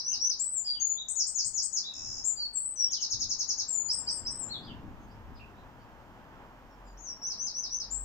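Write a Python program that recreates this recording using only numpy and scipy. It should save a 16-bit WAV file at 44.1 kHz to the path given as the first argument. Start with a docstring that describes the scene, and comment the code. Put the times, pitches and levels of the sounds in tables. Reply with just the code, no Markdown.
"""A wren, already in song near the two microphone ports, whistles, slurs, rattles and trills in a bare tree; it
pauses, then starts a new verse. Each note is a gliding, nearly pure tone, scattered by trunks and twigs. Behind
it, filtered noise makes distant traffic that swells and fades, a slowly changing deep floor, gusts of wind on
the microphone and a steady hiss; a wavering low sine is a far engine. Fainter calls, mostly scattered sound,
come from further off."""
import sys
import numpy as np
from scipy import signal
from scipy.fft import rfft, irfft, next_fast_len
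from scipy.io import wavfile
from scipy.ndimage import uniform_filter1d

SR = 44100
rng = np.random.default_rng(int(sys.argv[2]) if len(sys.argv) > 2 else 0)


def wav_record(signal):
    """Record a signal, one row per channel, as 16-bit PCM in the file named by sys.argv[1]."""
    frames = np.transpose(np.atleast_2d(signal))
    bounded = np.clip(frames, -1, 1)
    # unit amplitude maps onto the largest positive 16-bit level
    quanta = np.round(bounded * 32767).astype(np.int16)
    wavfile.write(sys.argv[1], SR, quanta)


N = 354563

# The birds' syllables at normal length and pitch:
# (attack [s], release [s], contour as a list of (time from note start [s], pitch [Hz]))
CREST = (0.026, 0.01784, [(0, 5280), (.013, 5740), (.036, 5880), (.056, 6210), (.086, 6080)])
DROP = (.004, .024, [(0, 5900), (.007, 5300), (.017, 4680), (.033, 3710)])
ARCH = (0.0091, 0.022, [(0, 6950), (.011, 7400), (.035, 7930), (.132, 8090), (.185, 7240), (0.209, 6740)])
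LOW_WHISTLE = (.028, .006, [(0, 4860), (.02, 4958), (.055, 4697), (.103, 4673)])
WHISTLE = (0.014, 0.03, [(0, 6270), (.014, 6620), (0.036, 6810), (.07, 6890), (.165, 6803)])
RISE = (0.021, .014, [(0, 3440), (.016, 3470), (.032, 3920), (.058, 3727), (.075, 3440)])
UPSWEEP = (0.0059, .009, [(0, 5580), (.006, 6821), (.014, 7980), (.023, 8310), (.038, 7950), (.052, 7630)])
SLUR = (0.0099, 0.02, [(0, 5560), (.006, 6770), (.014, 6950), (.035, 6400), (.049, 5430), (.062, 4766),
        (0.075, 4165)])
TICK = (.001, 0.0018, [(0, 7580), (.003, 6700), (.005, 5544), (.009, 4870)])
TOCK = (0.0018, .002, [(0, 5950), (.003, 5440), (.007, 4950)])
FLICK = (.009, 0.025, [(0, 6150), (.009, 6730), (.018, 7510), (.031, 7430), (.076, 6545)])
HIGH_WHISTLE = (0.023, .025, [(0, 8424), (.01, 8180), (.02, 7586), (.033, 7400), (.058, 7950),
                (.178, 7960)])
SINK = (0.057, 0.0091, [(0, 6270), (.01, 6000), (.06, 5637), (.106, 5580)])
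TRILL = (0.016, 0.02, [(0, 6894), (.016, 6527), (.024, 5520), (.033, 4650), (.047, 3690)])
LONG_FALL = (.01, 0.04, [(0, 7230), (.01, 7640), (0.026, 7506), (.083, 6940), (.198, 6854)])
WHIP = (0.017, .007, [(0, 4600), (.008, 4927), (.019, 5050), (.028, 5810), (.033, 6810)])
HIGH_SLUR = (.006, 0.022, [(0, 7990), (.035, 8300), (.061, 8250), (.088, 7550), (.11, 7300)])
LONG_SLUR = (0.011, 0.017, [(0, 8150), (.025, 7910), (.089, 7990), (.135, 7300), (.161, 7020)])
LOW_SLUR = (.022, .008, [(0, 4010), (.018, 4156), (.026, 4370), (.048, 3985), (.066, 3500), (.08, 3256)])
FALL = (0.013, 0.037, [(0, 3940), (.015, 3470), (.033, 3088), (.081, 2636)])
OPENING = (0.099, .025, [(0, 5500), (0.013, 6690), (.045, 6890), (.071, 6360), (.1, 5900), (.125, 5550),
           (.155, 5430)])

# The wren's runs of one syllable at a steady pace, levels before the paths and ports: (start [s], syllable,
# repeats, period [s], length factor, transposition [semitones], first level [dB], last level [dB])
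RUNS = [ (-.125, CREST, 3, 0.16, 1.18, 0, -33, -31), (-.041, DROP, 3, 0.17, .96, -0.012, -30.5, -31.5),
        (1.082, UPSWEEP, 4, 0.18, 0.84, 0, -31, -29), (1.153, SLUR, 4, 0.19, 1.03, -.1, -29.5, -31),
        (1.936, TICK, 10, 0.027, 1.12, -.2, -42, -38.5), (1.95, TOCK, 10, .0294, 1, -.2, -47, -45),
        (2.9071, TRILL, 8, 0.095, 0.95, -0.12, -30.5, -30.5),
        (3.883, WHIP, 3, 0.1836, .92, -0.046, -29, -31), (3.921, HIGH_SLUR, 2, .185, 0.83, .1, -33.5, -35),
        (7.215, CREST, 4, 0.16, 1, 0.031, -36, -33), (7.299, DROP, 4, .1665, 1.07, 0, -37, -35.5), ]
# The wren's single notes, level before the paths and ports:
# (time [s], syllable, length factor, transposition [semitones], level [dB])
NOTES = [ (.389, ARCH, 1.034, -.12, -29.5), (.642, LOW_WHISTLE, 0.87, -0.11, -32),
         (.796, WHISTLE, 0.97, -0.049, -29), (.96, RISE, 0.9, -0.083, -39),
         (1.832, RISE, 0.91, 0.42, -38.5), (2.236, FLICK, 1.1, 0.19, -29),
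         (2.36, LOW_WHISTLE, .96, -0.91, -35), (2.531, HIGH_WHISTLE, 1.12, 0.05, -29.5),
         (2.757, SINK, .9, 0.0068, -28), (3.679, LONG_FALL, .96, 0, -32),
         (4.302, LONG_SLUR, 0.96, 0.2, -36.5), (4.49, LOW_SLUR, .86, 0.025, -38.5),
         (6.972, OPENING, 1.005, -0.26, -42), (7.9, ARCH, 1.4, -0.59, -36), ]
# Calls of birds further off, level before the paths and ports:
# (time [s], syllable, length factor, transposition [semitones], level [dB])
FAR_CALLS = [ (.1, RISE, .6, -5, -55), (.65, RISE, .82, -1.5, -55), (.73, FALL, 0.8, 0, -49),
             (1.86, LOW_WHISTLE, 1.8, -10.5, -69.5), (2.862, WHIP, 1.45, -8, -56.5),
             (2.945, FALL, .8, 0.5, -49.5), (4.6, RISE, 1.23, 4, -56), (4.655, FALL, .88, 0, -49),
             (4.98, SINK, 0.55, 2.2, -68), (5.07, WHIP, 1.7, -1.5, -66), (5.345, TRILL, .95, -4.5, -58),
             (5.39, RISE, 0.31, -6, -52.5), (5.55, RISE, 0.91, .5, -65.5), (5.78, WHIP, 1.2, -2, -68),
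             (6.68, SINK, 0.47, -.3, -72), (6.84, LOW_WHISTLE, 0.62, 0.5, -66),
             (6.85, LONG_FALL, .32, -0.3, -65), ]
# Echoes from trunks and limbs near the perch, level relative to the direct sound:
# (left delay [s], right delay [s], level [dB])
TRUNK_ECHOES = [(.0042, 0.0086, -16.5), (0.0142, 0.0095, -2.5), (0.0174, 0.016, -12.5), (0.024, 0.02, -20),
                (0.0338, 0.025, -15)]
# Response of the two ports to the birds: (frequency [Hz], left gain [dB], right gain [dB])
PORT_RESPONSE = [(2640, 0, 6), (4050, -3, -7), (5440, 2, 2), (5870, 1, -5.5), (7400, 2, -13.5),
                 (7950, -3, -14), (8800, -2.5, -11.5), (11700, -3.5, -7.5), (14500, -1.5, -4)]
# Background at the ports: (frequency [Hz], left-right correlation [-1 to 1], left minus right [dB])
BACKGROUND_SPREAD = [(30.02, 0.15, 2.5), (250, 0.95, 4), (622, .82, 4), (1100, 0.87, -3.5),
                     (1940, 0.28, -3), (15000, 0.25, 2.5)]

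# Spectrum of tyre noise, shape only: (frequency [Hz], relative density [dB per Hz])
TYRE_SPECTRUM = [(200, -19.5), (400, -4), (600, -3.5), (900, 0.5), (1200, -5), (1650, -7.5), (2200, -15.5),
                 (3200, -18), (5000, -42.5), (9000, -50.5)]
# Spectrum of engine rumble, also used for wind buffeting: (frequency [Hz], relative density [dB per Hz])
RUMBLE_SPECTRUM = [(70, -12), (120, 1), (160, -3.5), (220, 2), (310, -2), (430, -15), (800, -26.5),
                   (3000, -66.5)]
# Spectrum of air on the microphone, shape only: (frequency [Hz], relative density [dB per Hz])
WIND_SPECTRUM = [(20, -2), (30, -0.5), (45, -1), (65, -2), (110, -1), (170, -20), (400, -38.5)]
# Spectrum of the steady hiss, shape only: (frequency [Hz], relative density [dB per Hz])
HISS_SPECTRUM = [(1500, 3.5), (3000, -1.5), (5200, 2.5), (7000, -1.5), (9000, -12.5), (12000, -9),
                 (15000, -2), (16000, -21)]

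# Flow of the far road, before the offsets of its two parts: (time [s], level [dB])
ROAD_FLOW = [(0.1, -63.5), (0.16, -62), (0.25, -66), (1.68, -67.5), (2.1, -61.5), (2.64, -66.5),
             (3.88, -61), (4.1, -56.5), (4.31, -58.5), (4.64, -55), (4.9, -57), (6.25, -56.5),
             (7.79, -61.5), (7.9, -59)]
# A far engine's drone, before its random throb: (time [s], level [dB])
DRONE_LEVEL = [(0, -69.5), (1.899, -72.5), (2.2, -59.5), (2.7, -65.5), (2.95, -67), (6, -70), (6.5, -58.5),
               (7, -59.5), (7.4, -68), (7.7, -62), (8.04, -47.5)]
# A low, slowly changing floor of deep noise, before its overall offset: (time [s], level [dB])
LOW_FLOOR = [(0.0, -75), (3.09, -72.5), (4.97, -56.5), (7.03, -69.5), (8.04, -66.5)]
# Gusts on the microphone; length runs from the start until the dying away: (start [s], length [s], level [dB])
GUSTS = [(0.085, 0.1308, -62.5), (.72, 0.092, -62.5), (1.43, 0.15, -60), (1.959, 0.23, -57.5),
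         (3.118, .13, -51.5), (4.193, .1, -53), (4.66, 0.28, -52), (5.21, .11, -49.5)]

LEAD = SR // 2  # samples of song before the scene opens
PORT_LAG_S = 0.00014  # the wren's direct sound reaches the right port later
ROAD_LAG_S = 0.00013  # the road reaches the left port first
REPEAT_SEMITONES, REPEAT_LENGTH, REPEAT_DB = 0.12, 0.012, 1  # spread from one repeat to the next
FADE_DB, SAG_DB_PER_S = 15.5, 13.5  # depth of a note's attack and release; steady sag along the note
SWEEP_SPREAD = 0.04  # random spread of glide depth, as a share
OCTAVE_DB = -36.5  # relative to the note's fundamental
PASS_S, PASS_WIDTH_S, PASS_DB = 4.74, 0.12, -49  # passing rumble: peak time, half width at -3 dB, peak level
GUST_ATTACK_S, GUST_RELEASE_S = 0.028, 0.079  # linear rise; time constant of the decay


def from_db(db):
    """Decibels to an amplitude factor."""
    return 10 ** (np.asarray(db) / 20)


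def at_hz(points, hz, axis=1):
    """Read one column of a frequency table on a log-frequency axis."""
    points = np.array(points)
    return np.interp(np.log(hz + 1), np.log(points[:, 0]), points[:, axis])


def gain_curve(rows):
    """Turn (time [s], level [dB]) rows into a gain for every sample."""
    return from_db(np.interp(np.arange(N) / SR, *np.transpose(rows)))


def drift(rate_hz, size):
    """Random wander of spread about 1: straight lines between random knots, rate_hz knots a second."""
    knots = rng.standard_normal(4096)
    return np.interp(np.arange(size) * rate_hz / SR, np.arange(len(knots)), knots)


def syllable(shape, stretch, semitones, waver, flutter_db=1.12, edge_s=0.002):
    """One note of the syrinx: a gliding tone with attack, hold and release, a slight waver and a weak octave."""
    attack_s, release_s, contour = shape
    s, hz = np.transpose(contour)
    s = s * stretch
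    t = np.arange(int(s[-1] * SR)) / SR
    # The peak pitch stays put while the glide below it deepens or flattens.
    depth = 1 + SWEEP_SPREAD * rng.standard_normal()
    hz = hz.max() * (hz / hz.max()) ** depth
    glide = uniform_filter1d(np.interp(t, s, hz), size=90) * 2 ** (semitones / 12)
    wavering = glide * (1 + waver * drift(350, len(t)))
    phase = 2 * np.pi * np.cumsum(wavering) / SR

    to_end = t[-1] - t
    effort = np.clip(np.minimum(t / attack_s, to_end / release_s) / stretch, 0, 1)
    gate = np.sin(np.pi / 2 * np.clip(np.minimum(t, to_end) / edge_s, 0, 1)) ** 2
    level_db = FADE_DB * (effort - 1) - SAG_DB_PER_S * t + flutter_db * drift(150, len(t))
    tone = np.sin(phase) + from_db(OCTAVE_DB) * np.sin(2 * phase)
    return np.sqrt(2) * gate * from_db(level_db) * tone


def runs():
    """Spell out each run: evenly paced repeats, stepping from first to last level, with small random changes."""
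    notes = []
    for start, shape, repeats, period, stretch, semitones, first_db, last_db in RUNS:
        for k, db in enumerate(np.linspace(first_db, last_db, repeats)):
            longer, higher, louder = rng.standard_normal(3)
            length = stretch * (1 + REPEAT_LENGTH * longer)
            pitch = semitones + REPEAT_SEMITONES * higher
            notes.append((start + k * period, shape, length, pitch, db + REPEAT_DB * louder))
    return notes


def arrival(left_s, right_s):
    """One sound path: a band-limited impulse at each port, centred 16 samples after its delay."""
    offset = np.arange(SR) - 16 - SR * np.array([[left_s], [right_s]])
    return np.sinc(offset) * np.exp(-(offset / 8) ** 2)


def scatter(t60_s, build_s, per_s=2500, air_hz=6000, air_db_per_s=70):
    """Sparse reflections build up and decay, different at each port; the air then absorbs the treble."""
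    t = np.arange(SR) / SR
    tail = rng.standard_normal((2, SR)) * (rng.random(SR) < per_s / SR)
    tail = tail * (1 - np.exp(-t / build_s)) * np.exp(-np.log(1000) * t / t60_s)
    tail = tail / np.sqrt(np.sum(tail ** 2, axis=1, keepdims=True))  # energy 1 at each port
    hz = np.fft.rfftfreq(SR, 1 / SR)
    low = irfft(rfft(tail) / (1 + (hz / air_hz) ** 8), SR)
    treble = tail - low
    return low + treble * from_db(-air_db_per_s * t)


def sing(notes, paths, waver):
    """Lay the notes out in time and convolve them with their paths and the response of the two ports."""
    size = next_fast_len(LEAD + N + 2 * SR)
    voice, hz = np.zeros(size), np.fft.rfftfreq(size, 1 / SR)
    for s, shape, stretch, semitones, db in notes:
        note = from_db(db) * syllable(shape, stretch, semitones, waver)
        at = LEAD + int(s * SR)
        voice[at:at + len(note)] += note
    left_db, right_db = at_hz(PORT_RESPONSE, hz, axis=1), at_hz(PORT_RESPONSE, hz, axis=2)
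    at_ports = rfft(voice) * rfft(paths, size) * from_db([left_db, right_db])
    return irfft(at_ports, size)[:, LEAD:LEAD + N]


def wren():
    """The direct sound, echoes from trunks, a quick spray from the twigs and the longer tail of the wood."""
    direct = arrival(0, PORT_LAG_S)
    trunks = sum(from_db(db) * arrival(left_s, right_s) for left_s, right_s, db in TRUNK_ECHOES)
    twigs = from_db(2.5) * scatter(t60_s=0.3, build_s=0.0073, per_s=900)
    wood = from_db(-8) * scatter(t60_s=0.55, build_s=0.019, per_s=2300)
    return sing(NOTES + runs(), direct + trunks + twigs + wood, waver=0.0046)


def noise(spectrum, lag_s=0):
    """Coloured stereo noise whose likeness between ports varies with frequency; the ports' mean has rms 1."""
    size, sides = next_fast_len(N), np.array([[1], [-1]])  # +1 left, -1 right
    hz = np.fft.rfftfreq(size, 1 / SR)
    roll_off = np.maximum(1, hz / spectrum[-1][0]) ** 2  # above the last listed frequency
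    colour = from_db(at_hz(spectrum, hz)) / roll_off
    mid, side = rfft(rng.standard_normal((2, size))) * colour
    alike = at_hz(BACKGROUND_SPREAD, hz)
    lean_db = at_hz(BACKGROUND_SPREAD, hz, axis=2)
    ports = np.sqrt(1 + alike) * mid + sides * np.sqrt(1 - alike) * side
    left_first = np.exp(1j * np.pi * sides * hz * lag_s)
    out = irfft(ports * from_db(sides * lean_db / 2) * left_first, size)[:, :N]
    return out / out.mean(axis=0).std()


def traffic(tyres_db=0.5, rumble_db=-2.5, flutter_db=0.64):
    """Tyre noise and engine rumble follow the far road's flow; one rumble comes and goes by its distance."""
    road = gain_curve(ROAD_FLOW) * from_db(flutter_db * drift(12, N))
    distance = np.hypot(1, (np.arange(N) / SR - PASS_S) / PASS_WIDTH_S)  # 1 at the nearest point
    passing = from_db(PASS_DB) / distance
    tyres = from_db(tyres_db) * road * noise(TYRE_SPECTRUM, lag_s=ROAD_LAG_S)
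    rumble = np.hypot(from_db(rumble_db) * road, passing) * noise(RUMBLE_SPECTRUM)
    return tyres + rumble


def drone(pitch_hz=44, waver=0.015, throb_db=5.0):
    """A far engine: one low sine, equal at both ports, wavering in pitch and throbbing irregularly in level."""
    level = gain_curve(DRONE_LEVEL) * from_db(throb_db * drift(7.3, N))
    phase = 2 * np.pi * np.cumsum(pitch_hz * (1 + waver * drift(5.9, N))) / SR
    return np.sqrt(2) * level * np.sin(phase)


def wind(floor_db=3.5, buffet_db=-6.5):
    """A low floor of deep noise rises and falls slowly; each gust on the microphone rises, holds and dies away,
    with a higher buffeting."""
    t = np.arange(N) / SR
    gusts = np.zeros(N)
    for start, length, db in GUSTS:
        rise = np.clip((t - start) / GUST_ATTACK_S, 0, 1)
        decay = np.exp(-np.maximum(t - start - length, 0) / GUST_RELEASE_S)
        gusts += from_db(db) * rise * decay
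    air = np.hypot(from_db(floor_db) * gain_curve(LOW_FLOOR), gusts) * noise(WIND_SPECTRUM)
    buffeting = from_db(buffet_db) * gusts * noise(RUMBLE_SPECTRUM)
    return air + buffeting


def hiss(level_db=-72.5):
    """Steady, mostly treble noise under everything."""
    return from_db(level_db) * noise(HISS_SPECTRUM)


def far_calls(direct_db=-8.5):
    """From far off, a call arrives mostly scattered, its edges blurred."""
    scattered = scatter(t60_s=0.25, build_s=0.0042, per_s=4200)
    return sing(FAR_CALLS, from_db(direct_db) * arrival(0, 0) + scattered, waver=0.014)


def scene():
    """The near wren over traffic, a far engine, wind, hiss and far calls."""
    return wren() + traffic() + drone() + wind() + hiss() + far_calls()


def record(dry):
    """Cut the top steeply above 15.7 kHz."""
    low_pass = signal.ellip(10, 0.1, 80, 15700, fs=SR, output="sos")
    return signal.sosfilt(low_pass, dry)


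dry = scene()
out = record(dry)
wav_record(out)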